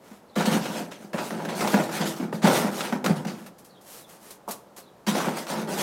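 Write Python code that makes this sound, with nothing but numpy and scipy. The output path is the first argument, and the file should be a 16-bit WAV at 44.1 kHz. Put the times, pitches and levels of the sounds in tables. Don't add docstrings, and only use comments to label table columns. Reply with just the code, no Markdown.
import sys
import numpy as np
from scipy import signal
from scipy.io import wavfile
from scipy.ndimage import uniform_filter1d

SR = 44100
rng = np.random.default_rng(int(sys.argv[2]) if len(sys.argv) > 2 else 0)


def generate_wav(sig):
    pcm = np.round(np.clip(np.atleast_2d(sig).T, -1, 1) * 32767).astype(np.int16)
    wavfile.write(sys.argv[1], SR, pcm)


N = 256662

# frequency in Hz, relative density in dB per Hz.
CREASE_SPECTRUM = [(60, -29), (150, -11), (300, -4), (450, 0), (600, 3.5), (665, -4), (730, -0.5), (950, 1),
                   (1060, -8), (1450, -7), (2100, -14), (3200, -22.5), (7000, -37), (16000, -81)]
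# frequency in Hz, relative density in dB per Hz.
CRACK_SPECTRUM = [(100, -42), (500, 8.5), (1500, 5), (3000, -3), (6000, -5.5), (10000, -16), (16000, -17)]


def amp(db):
    return 10 ** (np.asarray(db) / 20)


def evened(x):
    return x / np.sqrt(np.mean(x ** 2) + 1e-20)


def read(points, hz):
    point_hz, value = np.transpose(points)
    return np.interp(np.log(hz + 1), np.log(point_hz), value)


def add(mix, start_s, sound):
    part = mix[round(start_s * SR):][:len(sound)]
    part += sound[:len(part)]


def colour(x, spectrum, size=4096):
    hz = abs(np.fft.fftfreq(size, 1 / SR))
    log_gain = np.log(amp(read(spectrum, hz)))
    response = np.exp(np.conj(signal.hilbert(log_gain)))
    taps = np.fft.ifft(response).real[:size // 2]
    return signal.oaconvolve(x, taps / np.linalg.norm(taps))[:len(x)]


def clicks(per_s, spread_db, steady_s, size=N):
    size_db = spread_db * np.minimum(rng.exponential(1, size), 4)
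    sizes = amp(size_db) * rng.choice([-1, 1], size)
    train = sizes * (rng.random(size) < per_s / SR)
    power = uniform_filter1d(train ** 2, max(int(steady_s * SR), 2))
    floor = np.mean(train ** 2) / 20 + 1e-12
    return train / np.sqrt(abs(power) + floor)


def burst(t60_s, rise_s, per_s, size=16384):
    t = np.arange(size) / SR
    slips = clicks(per_s, spread_db=2.1, steady_s=0.0065, size=size)
    return slips * (1 - np.exp(-t / rise_s)) * amp(-60 * t / t60_s)


def strengths(rows, shape):
    first, second = np.zeros((2, N))
    for start_s, length_s, first_db, second_db in rows:
        power = shape(length_s) ** 2
        add(first, start_s, amp(first_db) ** 2 * power)
        add(second, start_s, amp(second_db) ** 2 * power)
    return np.sqrt(first), np.sqrt(second)


def arena(x, wet_db, delay_s=0.0061):
    # frequency in Hz, t60 in seconds.
    decay = [(150, 0.66), (600, 0.58), (3000, 0.21), (8000, 0.26), (15000, 0.18)]
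    echoes = rng.standard_normal(SR) * (rng.random(SR) < 3000 / SR)
    echoes = echoes * (np.arange(SR) > delay_s * SR)
    hz, t, z = signal.stft(echoes, SR, nperseg=256)
    fade = amp(-60 * t / read(decay, hz)[:, None])
    tail = signal.istft(z * fade, SR, nperseg=256)[1]
    reverb = signal.fftconvolve(x, tail / np.linalg.norm(tail))[:N]
    wet = amp(wet_db)
    return (x + wet * reverb) / np.hypot(1, wet)


def hush():
    # frequency in Hz, relative density in dB per Hz.
    murmur = [(18, -42), (30, -32), (48, -15.5), (134, -7), (194, -1.5), (252, -6), (319, -5.5), (449, -5),
              (526, -3.5), (702, -7.5), (760, -7), (1100, -12), (2410, -25.5), (14800, -35), (16000, -43)]
    return amp(-53.5) * evened(colour(rng.standard_normal(N), murmur))


def bird(waver=0.049):
    # start in seconds, level in dB.
    chirp_rows = [(0.275, -63), (3.688, -60.5), (3.971, -62), (4.81, -64)]
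    # time into the chirp in seconds, mean pitch in Hz, relative level in dB.
    slur = [(0, 4550, -9), (0.02, 4300, 7), (0.05, 3900, -3), (0.08, 3500, 5), (0.11, 2940, -16)]
    out = np.zeros(N)
    slur_s, slur_hz, slur_db = np.transpose(slur)
    t = np.arange(0, slur_s[-1], 1 / SR)
    for start_s, level_db in chirp_rows:
        noise = rng.standard_normal((2, len(t)))
        wobble, flutter = evened(uniform_filter1d(noise, SR // 150))
        pitch_hz = np.interp(t, slur_s, slur_hz) * (1 + waver * wobble)
        turns = np.cumsum(pitch_hz) / SR
        chirp = flutter * np.sin(2 * np.pi * turns) * signal.windows.tukey(len(t), 0.2)
        add(out, start_s, amp(level_db + np.interp(t, slur_s, slur_db)) * chirp)
    return out


def brush(length_s):
    return np.sin(np.pi * np.arange(0, length_s, 1 / SR) / length_s)


def footing():
    # start in seconds, relative level in dB.
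    footfalls = [(4.477, -24.5)]
    # start in seconds, relative fine and coarse levels in dB, t60 in seconds.
    scuffs = [(0.9181, -51, -32.5, 0.037), (3.461, -36.5, -39.5, 0.12), (3.582, -41, -65, 0.21),
              (3.6443, -40, -65, 0.21), (3.8097, -44, -68, 0.21), (4.0911, -40, -54, 0.25),
              (4.3048, -28, -57, 0.1), (4.4842, -28.5, -41.5, 0.29), (4.5076, -19, -45, 0.12),
              (4.763, -33.5, -49, 0.18), (4.777, -33.5, -45.5, 0.15), (4.7974, -39, -55, 0.11)]
    # start and length in seconds,
    # relative fine hiss and coarse scraping levels in dB.
    brushes = [(0.0, .22, -63, -54.5), (3.3, .2, -59.5, -52), (3.83, 0.23, -48, -53.5),
               (4.05, 0.16, -57, -56.5), (4.18, 0.21, -53, -55.5)]
    # frequency in Hz, relative density in dB per Hz.
    ground = [(40, -44), (120, -12), (190, 3), (330, 1), (700, -0.5), (1200, -1.5), (2000, -39),
              (5000, -34), (16000, -34)]
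    fine_sand = [(500, -7), (2800, -3.5), (5000, -0.5), (10000, 1), (13000, 0.5), (16000, -8)]
    coarse_sand = [(60, -25), (200, 6), (700, 7.5), (1500, 3.5), (2800, -2.5), (4500, -7.5), (7000, -7.5),
                   (16000, -27)]
    tread = np.zeros(N)
    hiss, scrape = strengths(brushes, brush)
    fine = amp(2.0) * clicks(per_s=3500, spread_db=1.5, steady_s=0.051) * hiss
    coarse = amp(1.0) * clicks(per_s=1000, spread_db=1.0, steady_s=0.13) * scrape
    for start_s, db in footfalls:
        add(tread, start_s, amp(db) * burst(t60_s=0.18, rise_s=0.0006, per_s=2500))
    for start_s, fine_db, coarse_db, t60_s in scuffs:
        spray = burst(t60_s, rise_s=0.0022, per_s=4500)
        add(fine, start_s, amp(fine_db - 9.5) * spray)
        add(coarse, start_s, amp(coarse_db - 0.5) * spray)
    sand = colour(fine, fine_sand) + colour(coarse, coarse_sand)
    return amp(-2.5) * colour(tread, ground) + sand


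def clacks():
    # start in seconds, relative level in dB.
    clack_rows = [(0.457, -16), (2.807, -15.5)]
    # frequency in Hz, relative density in dB per Hz.
    hoop = [(150, -23), (600, -12), (1100, 11), (2000, 3), (3200, 7), (5000, -2), (9000, -8.5),
            (16000, -41)]
    out = np.zeros(N)
    for start_s, db in clack_rows:
        chatter = burst(t60_s=0.057, rise_s=0.00023, per_s=3500)
        chatter[0] += amp(13.0)
        add(out, start_s, amp(db) * chatter)
    return amp(-8.5) * colour(out, hoop)


def snaps(t60_s=0.055):
    # start in seconds, relative levels of knock and crisp edge in dB.
    snap_rows = [(0.407, -14, -37), (0.517, -32, -28), (0.655, -16.5, -41), (1.132, -26.5, -33.5),
                 (1.142, -17, -45), (1.182, -20.5, -47), (1.306, -17.5, -35), (1.401, -23.5, -52),
                 (1.451, -26, -31.5), (1.492, -26, -38), (1.608, -25, -23), (1.647, -14, -32),
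                 (1.675, -29, -23), (1.742, -7.5, -24.5), (1.891, -20, -36), (2.007, -22, -43),
                 (2.327, -16.5, -42), (2.432, -20, -32), (2.451, -7, -25), (2.472, -9, -18.5),
                 (2.483, -16, -25), (2.925, -12, -33), (3.043, -17, -26.5), (3.061, -32, -21),
                 (3.25, -23.5, -34), (4.307, -52, -48), (5.066, -42, -34), (5.18, -33, -30),
                 (5.257, -18, -35), (5.468, -33, -34), (5.499, -37, -33.5)]
    knock, edge = np.zeros((2, N))
    for start_s, knock_db, edge_db in snap_rows:
        shower = burst(t60_s, rise_s=0.00041, per_s=3500)
        shower[0] += amp(10.5)
        add(knock, start_s, shower * amp(knock_db))
        add(edge, start_s, shower * amp(edge_db))
    return amp(-7.0) * colour(knock, CREASE_SPECTRUM) + amp(2.0) * colour(edge, CRACK_SPECTRUM)


def thumps(swell_s=0.0081, sag=0.39):
    # start in seconds, relative level in dB, middle of the pitch fall in Hz.
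    thump_rows = [(0.11, -36, 220), (0.368, -17, 210), (0.472, -14, 227), (0.542, -14.5, 239.5),
                  (0.696, -25.5, 192), (0.803, -27, 250), (1.14, -23.5, 187), (1.312, -24.5, 225),
                  (1.738, -9, 216), (2.003, -22, 180), (2.196, -21.5, 260), (2.334, -24.5, 170),
                  (2.438, -6.5, 194.5), (2.641, -14, 216), (2.924, -13.5, 220), (2.946, -19, 244),
                  (3.099, -12, 173), (3.254, -23, 188), (3.404, -34, 205), (3.48, -40.5, 198),
                  (5.078, -19, 197), (5.289, -22.5, 202)]
    out = np.zeros(N)
    t = np.arange(SR // 8) / SR
    shape = (t / swell_s) ** 2 * np.exp(2 * (1 - t / swell_s))
    glide = 1 + sag * (np.exp(-t / swell_s / 2) - 0.5)
    for start_s, db, hz in thump_rows:
        turns = np.cumsum(hz * glide) / SR
        add(out, start_s, amp(db) * shape * np.sin(2 * np.pi * turns))
    return amp(-1.5) * out


def folds(x, depth_db, width_hz, hold_s):
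    hz, t, z = signal.stft(x, SR, nperseg=512, noverlap=384)
    field = rng.standard_normal(z.shape)
    bins = max(round(width_hz / hz[1]), 1)
    frames = max(round(hold_s / t[1]), 1)
    for _ in range(2):
        field = uniform_filter1d(field, bins, 0)
        field = uniform_filter1d(field, frames, 1)
    gain = evened(amp(depth_db * np.clip(evened(field), -2, 2)))
    return signal.istft(z * gain, SR, nperseg=512, noverlap=384)[1][:N]


def slide(length_s):
    swell_power, run_out_db_per_s = 0.45, 197
    t = np.arange(SR // 2) / SR
    swell = np.minimum(t / length_s, 1) ** swell_power
    return swell * amp(-run_out_db_per_s * np.maximum(t - length_s, 0))


def rubbing(force):
    # start and time gathering speed in seconds, relative rasp and fizz levels in dB.
    slide_rows = [(0.355, .055, -32.5, -41), (0.455, 0.0055, -31.5, -32.5), (0.51, 0.027, -32, -33.5),
                  (0.61, 0.05, -38, -42), (0.68, 0.11, -40, -41.5), (0.91, 0.0069, -44, -50),
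                  (0.98, 0.062, -60, -55), (1.178, 0.012, -36.5, -58), (1.2, 0.075, -44, -40.5),
                  (1.485, 0.0083, -36.5, -48), (1.545, 0.079, -37, -36), (1.67, 0.061, -33, -35.5),
                  (1.82, 0.021, -42, -40.5), (1.91, .06, -34.5, -36), (2.005, 0.0097, -31, -59),
                  (2.05, 0.028, -36, -34), (2.16, 0.016, -46.5, -45.5), (2.322, 0.029, -49, -47),
                  (2.418, 0.06, -29, -39), (2.50, 0.079, -29.5, -29.5), (2.71, 0.097, -39, -37),
                  (2.825, 0.03, -36, -42), (3.041, 0.0047, -36.5, -36.5), (3.155, 0.015, -45.5, -46.5),
                  (3.268, 0.0073, -39.5, -45), (5.066, 0.021, -29, -32.5), (5.14, 0.052, -32, -41),
                  (5.2, 0.015, -37.5, -37.5), (5.29, 0.063, -45, -46.5), (5.357, 0.024, -37.5, -37),
                  (5.475, 0.038, -37, -38), (5.56, 0.036, -43, -46), (5.68, 0.063, -40.5, -36.5),
                  (5.77, 0.057, -29.5, -30)]
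    # frequency in Hz, relative density in dB per Hz.
    weave = [(100, -57), (400, 10), (1200, 6.5), (2500, 2.5), (4000, 0.5), (6500, -3.5), (9000, -10),
             (12500, -18.5), (16000, -33.5)]
    fizz_spectrum = [(300, -31), (3000, -3.5), (6000, -0.5), (8500, -1), (11000, -4), (14000, -6),
                     (16000, -13.5)]
    rasp, fizz = strengths(slide_rows, slide)
    rasp = np.hypot(rasp, amp(-16.5) * force)
    fizz = np.hypot(fizz, amp(-18) * force)
    skips = clicks(per_s=7000, spread_db=1.5, steady_s=0.021)
    swish = amp(3.5) * colour(skips * rasp, weave) + amp(-0.54) * colour(skips * fizz, fizz_spectrum)
    return folds(swish, depth_db=2.5, width_hz=350, hold_s=0.02)


def crumpling(force):
    pops = clicks(per_s=1000, spread_db=2.5, steady_s=0.022) * force
    crackle = clicks(per_s=140, spread_db=2.5, steady_s=0.1) * force
    body = folds(colour(pops, CREASE_SPECTRUM), depth_db=3.0, width_hz=170, hold_s=0.026)
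    dull = amp(-12) * colour(crackle, CREASE_SPECTRUM)
    crisp = amp(-19.5) * colour(crackle, CRACK_SPECTRUM)
    return amp(-3.64) * body + dull + crisp


def hollow(x, direct_db):
    # frequency in Hz, width in Hz, relative level in dB.
    modes = [(148, 14, -11.5), (179, 12, -1), (231.2, 5.4, -0.5), (263, 79, -9), (334.7, 22, 0.5),
             (407, 47, -24)]
    # frequency in Hz, relative density in dB per Hz.
    panel = [(25, -33), (70, -39), (105, -35.5), (140, -4), (220, 9.5), (300, -8.5), (420, -11.5),
             (700, -9), (2000, -73)]
    t = np.arange(SR // 4) / SR
    ring = np.zeros(len(t))
    for hz, width_hz, db in modes:
        ring += amp(db) * width_hz * np.exp(-np.pi * width_hz * t) * np.cos(2 * np.pi * hz * t)
    ring /= np.linalg.norm(ring)
    band = signal.butter(2, [125, 450], "bandpass", fs=SR, output="sos")
    ring = signal.sosfilt(band, ring)
    ringing = signal.oaconvolve(x, ring)[:len(x)]
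    direct = amp(direct_db)
    return (ringing + direct * colour(x, panel)) / np.hypot(1, direct)


def flapping(force):
    flips = clicks(per_s=330, spread_db=3.0, steady_s=0.03) * force
    return amp(-1.5) * hollow(flips, direct_db=1.0)


def press(hold_s):
    attack_s, release_db_per_s = 0.0057, 333
    t = np.arange(SR) / SR
    return np.minimum(t / attack_s, 1) * amp(-release_db_per_s * np.maximum(t - hold_s, 0))


def push(hold_s):
    settle_db, settle_db_per_s = -6.5, 88
    after_s = np.arange(SR) / SR - hold_s
    settling = (after_s > 0) * amp(settle_db - settle_db_per_s * after_s)
    return np.maximum(press(hold_s), settling)


def scene():
    # start and hold in seconds,
    # relative panel flapping and crease buckling levels in dB.
    pushes = [(0.355, 0.058, -27.5, -26.5), (0.445, 0.13, -27.5, -26), (0.68, 0.14, -34, -34.5),
              (1.0, .05, -43.5, -48), (1.135, 0.083, -32, -30.5), (1.305, 0.34, -33.5, -34.5),
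              (1.605, 0.067, -29.5, -25), (1.73, 0.079, -23.5, -23.5), (1.89, 0.14, -40, -32.5),
              (1.995, 0.08, -28.5, -32.5), (2.195, 0.047, -29.5, -33.5), (2.325, 0.027, -32, -37),
              (2.438, 0.073, -21, -19.5), (2.52, 0.16, -30, -25.5), (2.78, 0.18, -37, -34),
              (2.92, 0.019, -27.5, -32.5), (3.04, 0.069, -24, -26), (3.25, 0.071, -35, -41.5),
              (5.066, 0.028, -24.5, -34), (5.145, 0.03, -25.5, -23.5), (5.24, 0.052, -27, -25.5),
              (5.365, 0.017, -49, -34.5), (5.495, 0.13, -32, -31), (5.67, 0.097, -32, -32.5),
              (5.785, .04, -27.5, -28.5)]
    flap, buckle = strengths(pushes, push)
    _, drag = strengths(pushes, press)
    far = arena(bird(), wet_db=-3)
    sand = arena(footing(), wet_db=-14.5)
    cloth = clacks() + snaps() + thumps() + rubbing(drag) + crumpling(buckle) + flapping(flap)
    return (hush() + far + sand + arena(cloth, wet_db=-12))[None]


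def record(dry):
    highpass = signal.butter(4, 112, "highpass", fs=SR, output="sos")
    lowpass = signal.butter(2, 70, fs=SR, output="sos")
    sound = signal.sosfilt(highpass, dry) + amp(-2.5) * signal.sosfilt(lowpass, dry)
    band_limit = signal.firwin(511, 16020, window=("kaiser", 9), fs=SR)
    return signal.oaconvolve(sound, band_limit[None], "same")


dry = scene()
out = record(dry)
generate_wav(out)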